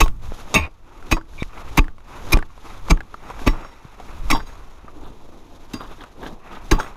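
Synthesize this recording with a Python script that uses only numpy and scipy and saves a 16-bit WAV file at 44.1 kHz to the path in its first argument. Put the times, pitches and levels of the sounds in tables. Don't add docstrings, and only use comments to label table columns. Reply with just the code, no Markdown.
import sys
import numpy as np
from scipy import signal
from scipy.fft import rfft, irfft
from scipy.io import wavfile

SR = 44100
rng = np.random.default_rng(int(sys.argv[2]) if len(sys.argv) > 2 else 0)


def waveform_to_disk(signal):
    frames = np.transpose(np.atleast_2d(signal))
    scaled = np.clip(frames, -1, 1) * 32767
    samples = np.round(scaled).astype(np.int16)
    wavfile.write(sys.argv[1], SR, samples)


N = 306936
T = np.arange(N) / SR


def amp(db):
    return 10 ** (np.asarray(db) / 20)


def unit(x):
    return x / np.sqrt(np.mean(x ** 2))


def through(x, response):
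    return signal.fftconvolve(x, response / np.linalg.norm(response))[:N]


def colour(points, size=16384):
    hz, db = np.transpose(points)
    grid = np.maximum(np.fft.rfftfreq(size, 1 / SR), 1)
    spectrum = amp(np.interp(np.log(grid), np.log(hz), db))
    cepstrum = irfft(np.log(spectrum))
    cepstrum[1:size // 2] *= 2
    cepstrum[size // 2 + 1:] = 0
    return irfft(np.exp(rfft(cepstrum)))


def fade(t, t60):
    return np.exp(-np.log(1000) * np.maximum(t, 0) / t60)


def ring(modes, damping=1, size=SR // 2):
    t = T[:size]
    return sum(amp(db) * fade(t, t60 / damping) * np.sin(2 * np.pi * hz * t) for hz, db, t60 in modes)


def free_ring(modes):
    t = T[:SR // 2]
    out = 0
    for hz, db, t60 in modes:
        level = amp(db + 2 * rng.standard_normal())
        out = out + level * fade(t, t60) * np.sin(2 * np.pi * (hz * t + rng.random()))
    return out


def detuned(modes, spread):
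    return [(hz * (1 + spread * rng.standard_normal()), db, t60) for hz, db, t60 in modes]


def add(out, s, sound):
    start = max(int(s * SR), 0)
    part = sound[:max(N - start, 0)]
    out[start:start + len(part)] += part


def grains(spread_db, size=N):
    strength = amp(spread_db * np.clip(rng.standard_normal(size), -2, 2))
    return unit(rng.standard_normal(size) * strength)


def walk(rate, size=N):
    knots = rng.standard_normal(4096)
    return np.interp(T[:size] * rate, np.arange(len(knots)), knots)


def hump(s, half):
    return np.exp(-((T - s) / half) ** 2)


def surge(s, build_s, fade_s):
    return np.exp(np.minimum((T - s) / build_s, (s - T) / fade_s))


# time of the stop in seconds, camera jolt in dB, first swing in Hz, lift rubbing in dB,
# lift swish in dB, downstroke in dB, gust in dB. Levels are relative within each kind of sound.
STROKES = [(0.022, -6, 50, -35, -58, -42, -12), (0.55, -24, 38, -46, -49.5, -42.5, -27.5),
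           (1.125, -9, 52, -51.5, -63.5, -46.5, -31), (1.791, -3, 49, -40, -52, -43.5, -22.5),
           (2.341, -2, 46, -42, -52, -37.5, -22.5), (2.916, -2.5, 56, -41.5, -49.5, -45, -23.5),
           (3.481, -5, 49, -40, -54, -41.5, -23.5), (4.313, -5, 17, -49, -56, -46, -18),
           (6.723, -4, 45, -40.5, -55, -46, -27.5)]
# middle in seconds, half-length in seconds, then rubbing, swish, folding and air in relative dB.
SHIFTS = [(0.278, 0.057, -47.5, -52, -47.5, -22), (0.834, 0.042, -69, -78, -59, -61),
          (2.577, 0.16, -55.5, -61, -61.5, -52), (3.117, 0.09, -55, -60.5, -54, -60),
          (0.643, 0.026, -34, -68, -59, -43), (1.396, 0.1, -55, -53, -50.5, -30),
          (3.544, 0.17, -41.5, -56, -44, -52), (4.104, 0.42, -49, -58.5, -51.5, -53),
          (4.504, 0.3, -51, -58.5, -52.5, -34.5), (4.847, 0.33, -57, -73, -61, -64),
          (5.037, 0.13, -68, -61, -46, -34), (5.45, 0.67, -60, -61.5, -50, -39.5),
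          (5.887, 0.26, -50.5, -56, -50.5, -37.5), (6.275, 0.091, -49.5, -53.5, -37, -36),
          (6.833, 0.11, -42, -55, -44.5, -34)]
# frequency in Hz, relative level in dB per Hz.
BUFFET_TONE = [(5, 1.5), (14, 2), (28, -5), (55, -12), (100, -19.5), (200, -33.5), (600, -69)]
GUST_BUILD_S, GUST_FADE_S, BREEZE_DB = 0.14, 0.085, -46


def air():
    gusts = sum((amp(db) * surge(s, GUST_BUILD_S, GUST_FADE_S)) ** 2 for s, *_, db in STROKES)
    puffs = sum((amp(db) * hump(s, half)) ** 2 for s, half, *_, db in SHIFTS)
    strength = np.sqrt(amp(BREEZE_DB) ** 2 + gusts + puffs)
    return strength * through(rng.standard_normal(N), colour(BUFFET_TONE))


# frequency in Hz, relative level in dB per Hz.
RUB_TONE = [(200, -9.5), (550, -4), (900, 5), (1250, 5.5), (1700, -4.5), (2600, -4.5), (4000, -35),
            (9000, -50.5)]
SWISH_TONE = [(900, -3), (2000, -6), (3700, 3), (4600, -4), (6700, -2.5), (8300, -14.5), (11000, -9),
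              (14000, -16.5), (16000, -58)]
FOLD_TONE = [(40, -22.5), (120, -10), (330, -6), (550, -11), (1000, -14), (3000, -71.5)]
# rubbing, swish and folding in dB.
DOWN_CLOTH_DB = (2.5, -1.5, 5)
# rubbing, swish and folding in relative dB.
REST_CLOTH_DB = (-61.5, -67.5, -61)
LIFT_LEAD_S, LIFT_HALF_S, LIFT_FOLD_DB = 0.19, 0.087, -4
DOWN_BUILD_S, DOWN_FADE_S = 0.081, 0.0076


def jacket():
    moves = [(hump(s, half), cloth_db) for s, half, *cloth_db, _ in SHIFTS]
    for s, _, _, rub_db, swish_db, down_db, _ in STROKES:
        lift_db = (rub_db, swish_db, rub_db + LIFT_FOLD_DB)
        moves.append((hump(s - LIFT_LEAD_S, LIFT_HALF_S), lift_db))
        moves.append((surge(s, DOWN_BUILD_S, DOWN_FADE_S), down_db + np.array(DOWN_CLOTH_DB)))
    catch_db = 1.74 * walk(55)
    out = 0
    for k, tone in enumerate((RUB_TONE, SWISH_TONE, FOLD_TONE)):
        moving_power = sum((amp(cloth_db[k]) * speed) ** 2 for speed, cloth_db in moves)
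        power = amp(REST_CLOTH_DB[k]) ** 2 + moving_power
        threads = grains(spread_db=7) * np.sqrt(power) * amp(catch_db + 1.65 * walk(90))
        out = out + through(threads, colour(tone))
    return out


# frequency in Hz, relative level in dB, undamped t60 in seconds,
# dB gained per dB of glancing, dB gained per dB of twisting.
BAR_MODES = [(648, -5.5, 0.14, 0, 0), (872, -8, 0.15, 0, .4), (1085, 2, 0.15, -.2, 0),
             (1640, -6, 0.092, 0, 0), (1975, -8, 0.15, -.2, 1), (2099, -14, .12, .3, .3),
             (2673, -11, .14, 0, .2), (3038, -12, .06, 0, 0), (3206, -8, .06, 0, 0),
             (3345, -15, .13, 0, .7), (3692, -3, .09, 0, 0), (3948, -10, .09, .3, .3),
             (3810, -20, .17, 0, .9), (4797, -15.5, 0.22, 1, 0), (5522, -16.5, 0.19, 0, 1),
             (6240, -13, .1, -.3, 0), (6550, -1, .125, -.2, -.3), (7580, -22, 0.17, 0, .7),
             (8495, -13, 0.15, -.5, 0), (9310, -23, 0.16, 0.3, 0), (10320, -12, 0.09, 0, 0),
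             (11140, -15, 0.12, -.5, 0), (12030, -12, 0.125, -.4, 0), (14420, -18, 0.082, 0, 0)]


def bar(glance_db, twist_db, damping):
    modes = []
    for hz, db, t60, glance, twist in BAR_MODES:
        modes.append((hz, db + glance * glance_db + twist * twist_db, t60 / damping))
    return detuned(modes, spread=.002)


CLANK_DB, DRY_CRUNCH_DB, CLANK_T60_S = -2, -3.5, 0.021


def clank(fractures):
    modes = [(hz, 0, CLANK_T60_S) for hz, *_ in BAR_MODES]
    wedged = ring(detuned(modes, spread=0.0077), size=SR // 16)
    through_bar = through(fractures, wedged)[:len(fractures)]
    return amp(DRY_CRUNCH_DB) * fractures + amp(CLANK_DB) * through_bar


# start in seconds, time to full bite in seconds, time until the blade stops
# in seconds, crunch in dB, crumbling t60 in seconds, bar ring in dB, glancing in dB, twisting in dB,
# bar damping factor, thud in dB, thud t60 in seconds, housing clack in dB, fine splintering in dB.
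BLOWS = [ (0.002, 0.0043, 0.016, -11.5, 0.11, -31, -8, 0, 0.87, -11, 0.057, -17.5, -22.5),
         (0.541, 0.0018, 0.01, -12, 0.045, -19, 3, 0, 1, -10.5, 0.12, -18, -33),
         (1.111, 0.014, 0.015, -14, 0.073, -19, 4, 5.5, 1.43, -12.5, 0.061, -16.5, -22),
         (1.772, 0.002, 0.017, -18, 0.035, -34, 7, 0.5, 1.35, -10, 0.035, -15.5, -24),
         (2.321, 0.0018, 0.017, -14.5, 0.02, -36, 1.5, -3.5, 2.2, -16, 0.17, -22, -22.5),
         (2.896, 0.0057, 0.019, -18.5, 0.027, -31, -13, -11, 1.5, -10, 0.04, -23.5, -41),
         (3.461, 0.023, 0.016, -16.5, 0.12, -35, 1, -1, 1.2, -7.5, 0.019, -15.5, -45),
         (3.474, 0.00094, 0.0019, -18, .02, -36, 3, 17, 1.3, -9, .02, -10, -25),
         (4.301, 0.0016, 0.017, -12, 0.071, -27.5, 1, 21.5, 1.4, -18.5, 0.078, -20, -26),
         (4.326, 0.003, 0.0075, -30.5, 0.23, -33.5, 16, 15.5, 1, -20.5, 0.15, -33, -36.5),
         (5.734, 0.0015, 0.0098, -28.5, 0.065, -38.5, 17.5, -5.5, 0.82, -27.5, 0.11, -59, -39),
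         (6.711, 0.0027, 0.006, -10, 0.11, -24, 12, 2, 1.9, -13.5, 0.17, -17, -31),
         (6.787, 0.017, 0.02, -30, 0.15, -36, -4, 4, 0.91, -42, .06, -52, -51), ]
# frequency in Hz, relative level in dB per Hz.
CRUNCH_TONE = [(200, -25), (700, -2.5), (1100, 1), (1600, -8), (2400, -6.5), (3100, -18), (4000, -1.5),
               (6700, -1.5), (8500, -10.5), (12000, -15), (15000, -23.5)]
CRUMB_TONE = [(500, -15), (2000, -14.5), (3700, -2.5), (6500, -4.5), (9000, -16), (15000, -5.5)]
SPLINTER_TONE = [(3000, -23.5), (7000, -17.5), (9000, -8), (11500, 1), (14500, -0.5), (16000, -12.5)]
THUD_TONE = [(40, -19), (90, 3.5), (160, 3.5), (230, 1), (310, 0.5), (550, -11.5), (850, -16.5), (1130, -3),
             (1500, -20.5), (3000, -22), (9000, -42.5)]
# frequency in Hz, relative level in dB, t60 in seconds.
ICE_MODES = [(170, -15, 0.089), (283, -1, 0.16), (321.6, -3, 0.22), (430.6, -0.5, 0.09), (820, -10, 0.056),
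             (884, 5, 0.072), (1153, -4.5, 0.066)]
# frequency in Hz, relative level in dB, undamped t60 in seconds.
HOUSING_MODES = [(630, 6, 0.091), (1087, 4.5, 0.18), (1150, 5, 0.15), (1933, 2, 0.099), (2234, 14, 0.11),
                 (2347, 11.5, 0.082), (2480, 8, 0.14), (2556, 9, 0.069), (2704, 5.5, 0.1),
                 (3660, 6.5, 0.062)]


def chops():
    crush, crumbs, splinters, steel, sheet, case = np.zeros((6, N))
    t = T[:SR // 2]
    for (s, rise, stop, crunch_db, crumble_t60, ring_db, glance_db, twist_db, damping,
         thud_db, thud_t60, clack_db, splinter_db) in BLOWS:
        bite = np.minimum(t / rise, 1)
        load = np.minimum(t / stop, 1)
        steps = unit(amp(4.0 * walk(446, size=len(t))))
        fractures = amp(crunch_db) * steps * grains(spread_db=5.5, size=len(t)) * bite
        add(crush, s, 0.38 * clank(fractures * fade(t - stop, 0.0028)))
        slivers = grains(spread_db=9.5, size=len(t)) * bite * fade(t - stop / 2, 0.01)
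        add(splinters, s, amp(splinter_db) * clank(slivers))
        add(crumbs, s, 0.16 * clank(fractures * fade(t - stop, crumble_t60)))
        add(steel, s, amp(ring_db + 2.0) * load * free_ring(bar(glance_db, twist_db, damping)))
        settling = fade(t - stop, thud_t60) + 0.099 * fade(t - stop, 0.37)
        add(sheet, s, amp(thud_db) * grains(spread_db=4.5, size=len(t)) * load ** 1.02 * settling)
        rattle = steps * rng.standard_normal(len(t)) * bite * fade(t - stop, 0.026)
        housing = ring(detuned(HOUSING_MODES, spread=.014), damping=6.1)
        add(case, s, amp(clack_db) * through(rattle, housing))
    thud = amp(-4.0) * through(sheet, colour(THUD_TONE)) + amp(-11.5) * through(sheet, ring(ICE_MODES))
    crunch = through(crush, colour(CRUNCH_TONE))
    crunch += through(crumbs, colour(CRUMB_TONE)) + through(splinters, colour(SPLINTER_TONE))
    return crunch + steel + thud + case


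# start in seconds, length before the fade in seconds, middle pitch in Hz, relative level in dB.
SQUEALS = [(0.006, 0.017, 2603, -15), (0.548, 0.021, 2643, -12.5), (0.601, 0.054, 2440, -31),
           (1.119, 0.014, 2510, -14), (1.379, .05, 2328, -38.5), (1.399, 0.018, 3660, -38),
           (1.776, 0.019, 2558, -21.5), (2.323, 0.016, 2466, -12.5), (2.905, 0.0084, 2286, -17),
           (3.474, 0.016, 1963, -27), (4.308, 0.013, 2120, -23.5)]


def squeals():
    out, t = np.zeros(N), T[:SR // 8]
    for s, length, hz, db in SQUEALS:
        pitch = hz * (1 + 0.021 * walk(370, size=len(t)))
        swell = np.minimum(t / 0.0066, 1) * fade(t - length, 0.031)
        unsteady = swell * amp(2.2 * walk(350, size=len(t)))
        add(out, s, amp(db) * unsteady * np.sin(2 * np.pi * np.cumsum(pitch) / SR))
    return out


# start in seconds, relative level in dB, pitch in Hz, t60 of the main mode in seconds.
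CRACKS = [(0.012, -2.5, 1097, .07), (0.018, -19, 160, 0.043), (0.554, -6.5, 198, 0.087),
          (1.124, -2.5, 317, 0.044), (1.776, -8.5, 920, 0.039), (2.327, -15.5, 330, .08),
          (2.914, -0.5, 163, 0.054), (3.475, -15, 1700, 0.045), (4.300, -10, 1120, 0.016),
          (4.306, -9, 1230, 0.033), (4.313, -9, 2255, .045), (4.326, -8, 1085, 0.053),
          (4.329, -11.5, 303, 0.036), (4.349, -14.5, 916, 0.078), (4.35, -28.5, 3330, 0.06),
          (5.737, -31, 2730, 0.043), (6.716, -2.5, 322, 0.047), (6.716, -12, 1610, 0.058),
          (6.729, -18, 1125, 0.048), (6.785, -20, 876, 0.069), (6.8, -15.5, 1385, 0.048),
          (6.807, -35, 3340, 0.1)]


def cracks():
    out, t = np.zeros(N), T[:SR // 2]
    for s, db, hz, t60 in CRACKS:
        piece = free_ring([(hz, 0, t60), (hz * .86, -5, t60 * 0.47), (hz * 1.13, -5, t60 * 0.52)])
        onset = 1 - np.exp(-t * hz)
        add(out, s, amp(db - 2.0) * onset * piece)
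    return out


def jolts():
    out, t = np.zeros(N), T[:SR // 2]
    for s, db, hz, *_ in STROKES:
        swing_hz = 14 + (hz - 14) * np.exp(-t / 0.027)
        add(out, s, -amp(db) * 1.26 * fade(t, 0.19) * np.sin(2 * np.pi * np.cumsum(swing_hz) / SR))
    return out


SHORTEST_FLIGHT_S, LONGEST_FLIGHT_S = 0.02, 0.32
SMALL_DB, SMALL_SPREAD_DB, SMALL_HZ, SMALL_T60_S, SMALL_TICK_DB = -36, 2, 1300, 0.025, -60


def small_chips(count):
    rows = []
    for s, *_ in STROKES:
        for flight, size, pitch in rng.random((count, 3)):
            db = SMALL_SPREAD_DB * (2 * size - 1)
            lands = s + SHORTEST_FLIGHT_S + flight * (LONGEST_FLIGHT_S - SHORTEST_FLIGHT_S)
            hz = SMALL_HZ * 2 ** (pitch - .5)
            rows.append((lands, SMALL_DB + db, hz, SMALL_T60_S, SMALL_TICK_DB + db))
    return rows


# landing time in seconds, relative peak in dB,
# pitch in Hz, t60 of the tumbling in seconds, relative level of the sharp tick in dB.
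CHIPS = [(0.061, -15, 1000, 0.056, -40), (0.08, -23, 1370, 0.048, -37.5), (0.675, -28.5, 627, 0.049, -57),
         (1.026, -30, 1400, 0.028, -54), (1.843, -30, 1700, 0.028, -52), (1.169, -13, 1050, 0.072, -56),
         (1.212, -31.5, 1510, 0.024, -61), (1.429, -17.5, 2190, 0.0097, -36),
         (1.882, -23.5, 1540, 0.02, -64), (2.372, -15, 910, 0.029, -33), (2.389, -18.5, 1520, 0.038, -39.5),
         (2.426, -17.5, 1500, 0.023, -65), (2.578, -27, 950, 0.016, -54), (2.885, -18, 910, 0.0079, -62),
         (2.973, -26.5, 1600, 0.018, -61), (3.006, -19, 1500, 0.026, -62), (3.142, -21, 1190, 0.02, -64),
         (3.301, -18, 1000, 0.048, -48), (3.393, -23, 1540, 0.019, -53), (3.648, -22.5, 1180, 0.055, -57),
         (4, -24, 790, 0.065, -49), (4.403, -21.5, 1530, 0.04, -54), (4.491, -34, 1670, .025, -56),
         (4.881, -26.5, 1220, 0.058, -62), (5.808, -22, 1100, 0.045, -60), (5.917, -27, 1250, .02, -59),
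         (6.038, -23.5, 1200, 0.054, -45), (6.8, -9.5, 1280, 0.05, -41), (6.831, -23, 1260, 0.017, -43),
         (6.847, -30, 1250, 0.016, -52)]
# frequency in Hz, relative level in dB per Hz.
LANDING_TONE = [(500, -12), (2000, 8), (3700, -4), (6500, -9), (9000, -10), (15000, -30)]


def chips():
    knocks, ticks, t = np.zeros(N), np.zeros(N), T[:SR // 8]
    for s, db, hz, t60, tick_db in CHIPS + small_chips(count=2):
        contact = rng.standard_normal(len(t))
        body = ring([(hz, 0, min(t60, .014)), (hz * 0.61, -7, .008), (hz * 1.114, -7, .008)], size=SR // 50)
        tumble = contact * fade(t, t60)
        landing = 0.79 * np.linalg.norm(tumble) * (t == 0)
        knock = signal.fftconvolve(landing + tumble, body)
        add(knocks, s, amp(db - 2.0) * knock / np.abs(knock).max())
        add(ticks, s, amp(tick_db + 7.5) * contact * fade(t, 0.022))
    return knocks + through(ticks, colour(LANDING_TONE))


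# start in seconds, relative level in dB, pitch in Hz, t60 in seconds.
LOW_KNOCKS = [(0.3205, -18.5, 470, 0.0063), (1.423, -2.5, 148, 0.0064), (2.371, -4, 277, 0.0066),
              (3.851, -28.5, 138, 0.028), (4.846, -28.5, 260, 0.011), (4.962, -39, 288, 0.077),
              (4.979, -35, 304, 0.048), (5.033, -35, 326, .025), (5.105, -31, 240, 0.015),
              (5.344, -36, 328, 0.022), (5.741, -23.5, 249, 0.055), (5.912, -33.5, 426, 0.023),
              (6.228, -30, 425, .02), (6.328, -30, 221, 0.037)]


def low_knocks():
    out, t = np.zeros(N), T[:SR // 8]
    for s, db, hz, t60 in LOW_KNOCKS:
        add(out, s, -1.5 * amp(db) * fade(t, t60) * np.sin(2 * np.pi * hz * t))
    return out


# start in seconds, length in seconds, shakes per second,
# then sway, buzz and housing ring in relative dB.
SHUDDERS = [(0.556, 0.037, 59, -18, -18, -23.5), (0.583, 0.087, 75, -19.5, -31, -34),
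            (1.377, 0.058, 91, -48.5, -43, -56)]


def shudders():
    sway, buzz, rings = np.zeros((3, N))
    t = T[:SR // 2]
    for s, length, hz, sway_db, buzz_db, ring_db in SHUDDERS:
        attack = np.minimum(t / 0.0036, 1)
        swell = attack * np.clip(1 - t / length, 0, 1) ** 0.5
        cycle = np.sin(2 * np.pi * hz * t)
        add(sway, s, -amp(sway_db) * swell * cycle)
        pulses = unit(amp(4.8 * cycle))
        add(buzz, s, amp(buzz_db) * swell * pulses * grains(spread_db=17.0, size=len(t)))
        add(rings, s, amp(ring_db) * attack * fade(t, 0.35) * free_ring(HOUSING_MODES))
    return sway + rings + through(buzz, ring(HOUSING_MODES, damping=1.8))


# middle in seconds,
# half-length in seconds, relative level in dB, then the glancing and twisting dB that weight the modes.
BAR_TONES = [(1.407, 0.011, -47, -2, 8), (3.29, 0.12, -57, 3, 8.5), (3.647, 0.13, -56, 8, 13),
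             (4.465, .1, -58, 6, 4), (6.545, 0.036, -60, 9, 3), (6.832, 0.037, -51.5, -2, 9)]


def bar_tones():
    out = np.zeros(N)
    for s, half, db, glance_db, twist_db in BAR_TONES:
        noise = hump(s, half) * grains(spread_db=7.5) * amp(3.3 * walk(70))
        swell = noise[:int((s + 3 * half) * SR)]
        start = max(s - 3 * half, 0)
        high_modes = [mode for mode in bar(glance_db, twist_db, damping=1.0) if mode[0] > 1500]
        add(out, start, amp(db) * through(swell[int(start * SR):], ring(high_modes)))
    return out


def granules(per_s, cycles, count):
    out = 0
    for hz in np.geomspace(250, 12000, count):
        snaps = np.zeros(N)
        when, size = rng.random((2048, 2))[:int(per_s * N / SR)].T
        snaps[(when * (N - 1)).astype(int)] = amp(8.9 * size)
        grain = ring([(hz, 0, cycles / hz)], size=SR // 20)
        out = out + np.sqrt(hz) * through(snaps, grain)
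    return unit(out)


# start in seconds, swell in seconds, t60 in seconds,
# slush in relative dB, grit in relative dB.
SCRAPES = [(4.345, 0.015, 0.16, -26.5, -33.5), (5.020, 0.037, 0.25, -41, -50.5),
           (5.801, 0.0074, 0.32, -34, -44), (5.909, 0.0062, 0.12, -39, -47),
           (5.978, 0.032, 0.26, -40.5, -43.5), (6.212, 0.033, 0.18, -32.5, -35),
           (6.45, .125, 0.19, -44, -46.5), (6.762, 0.047, 0.25, -30.5, -44)]
# frequency in Hz, relative level in dB per Hz.
SLUSH_TONE = [(100, 0.5), (300, 7), (600, -1.5), (850, 7.5), (1350, 8.5), (1750, 0.5), (2500, -32),
              (3800, -9.5), (4600, -47), (7000, -27), (14000, -28)]
GRIT_TONE = [(500, -16), (1500, 20), (2400, 1.5), (3700, 4.5), (4600, -9), (7000, -14), (14000, -37)]


def scrapes():
    wet, dry = np.zeros((2, N))
    t = T[:SR // 2]
    for s, swell, t60, slush_db, grit_db in SCRAPES:
        push = np.minimum(t / swell, 1) * fade(t - swell, t60)
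        add(wet, s, amp(slush_db) * push)
        add(dry, s, amp(grit_db) * push)
    coarse = granules(per_s=60, cycles=14, count=16)
    steps = unit(amp(2.3 * walk(110)))
    crumbs = steps * unit(coarse + 0.64 * grains(spread_db=9.0))
    return through(wet * crumbs, colour(SLUSH_TONE)) + through(dry * crumbs, colour(GRIT_TONE))


def scene():
    sound = air() + jacket() + chops() + squeals() + cracks() + jolts()
    sound += chips() + low_knocks() + shudders() + bar_tones() + scrapes()
    return sound[None]


TOP_HZ = 15500


def record(dry):
    moving = signal.sosfilt(signal.butter(1, 3, "highpass", fs=SR, output="sos"), dry)
    rounded = moving / (1 + moving ** 6) ** (1 / 6)
    return signal.sosfilt(signal.ellip(8, .2, 70, TOP_HZ, fs=SR, output="sos"), rounded)


dry = scene()
out = record(dry)
waveform_to_disk(out)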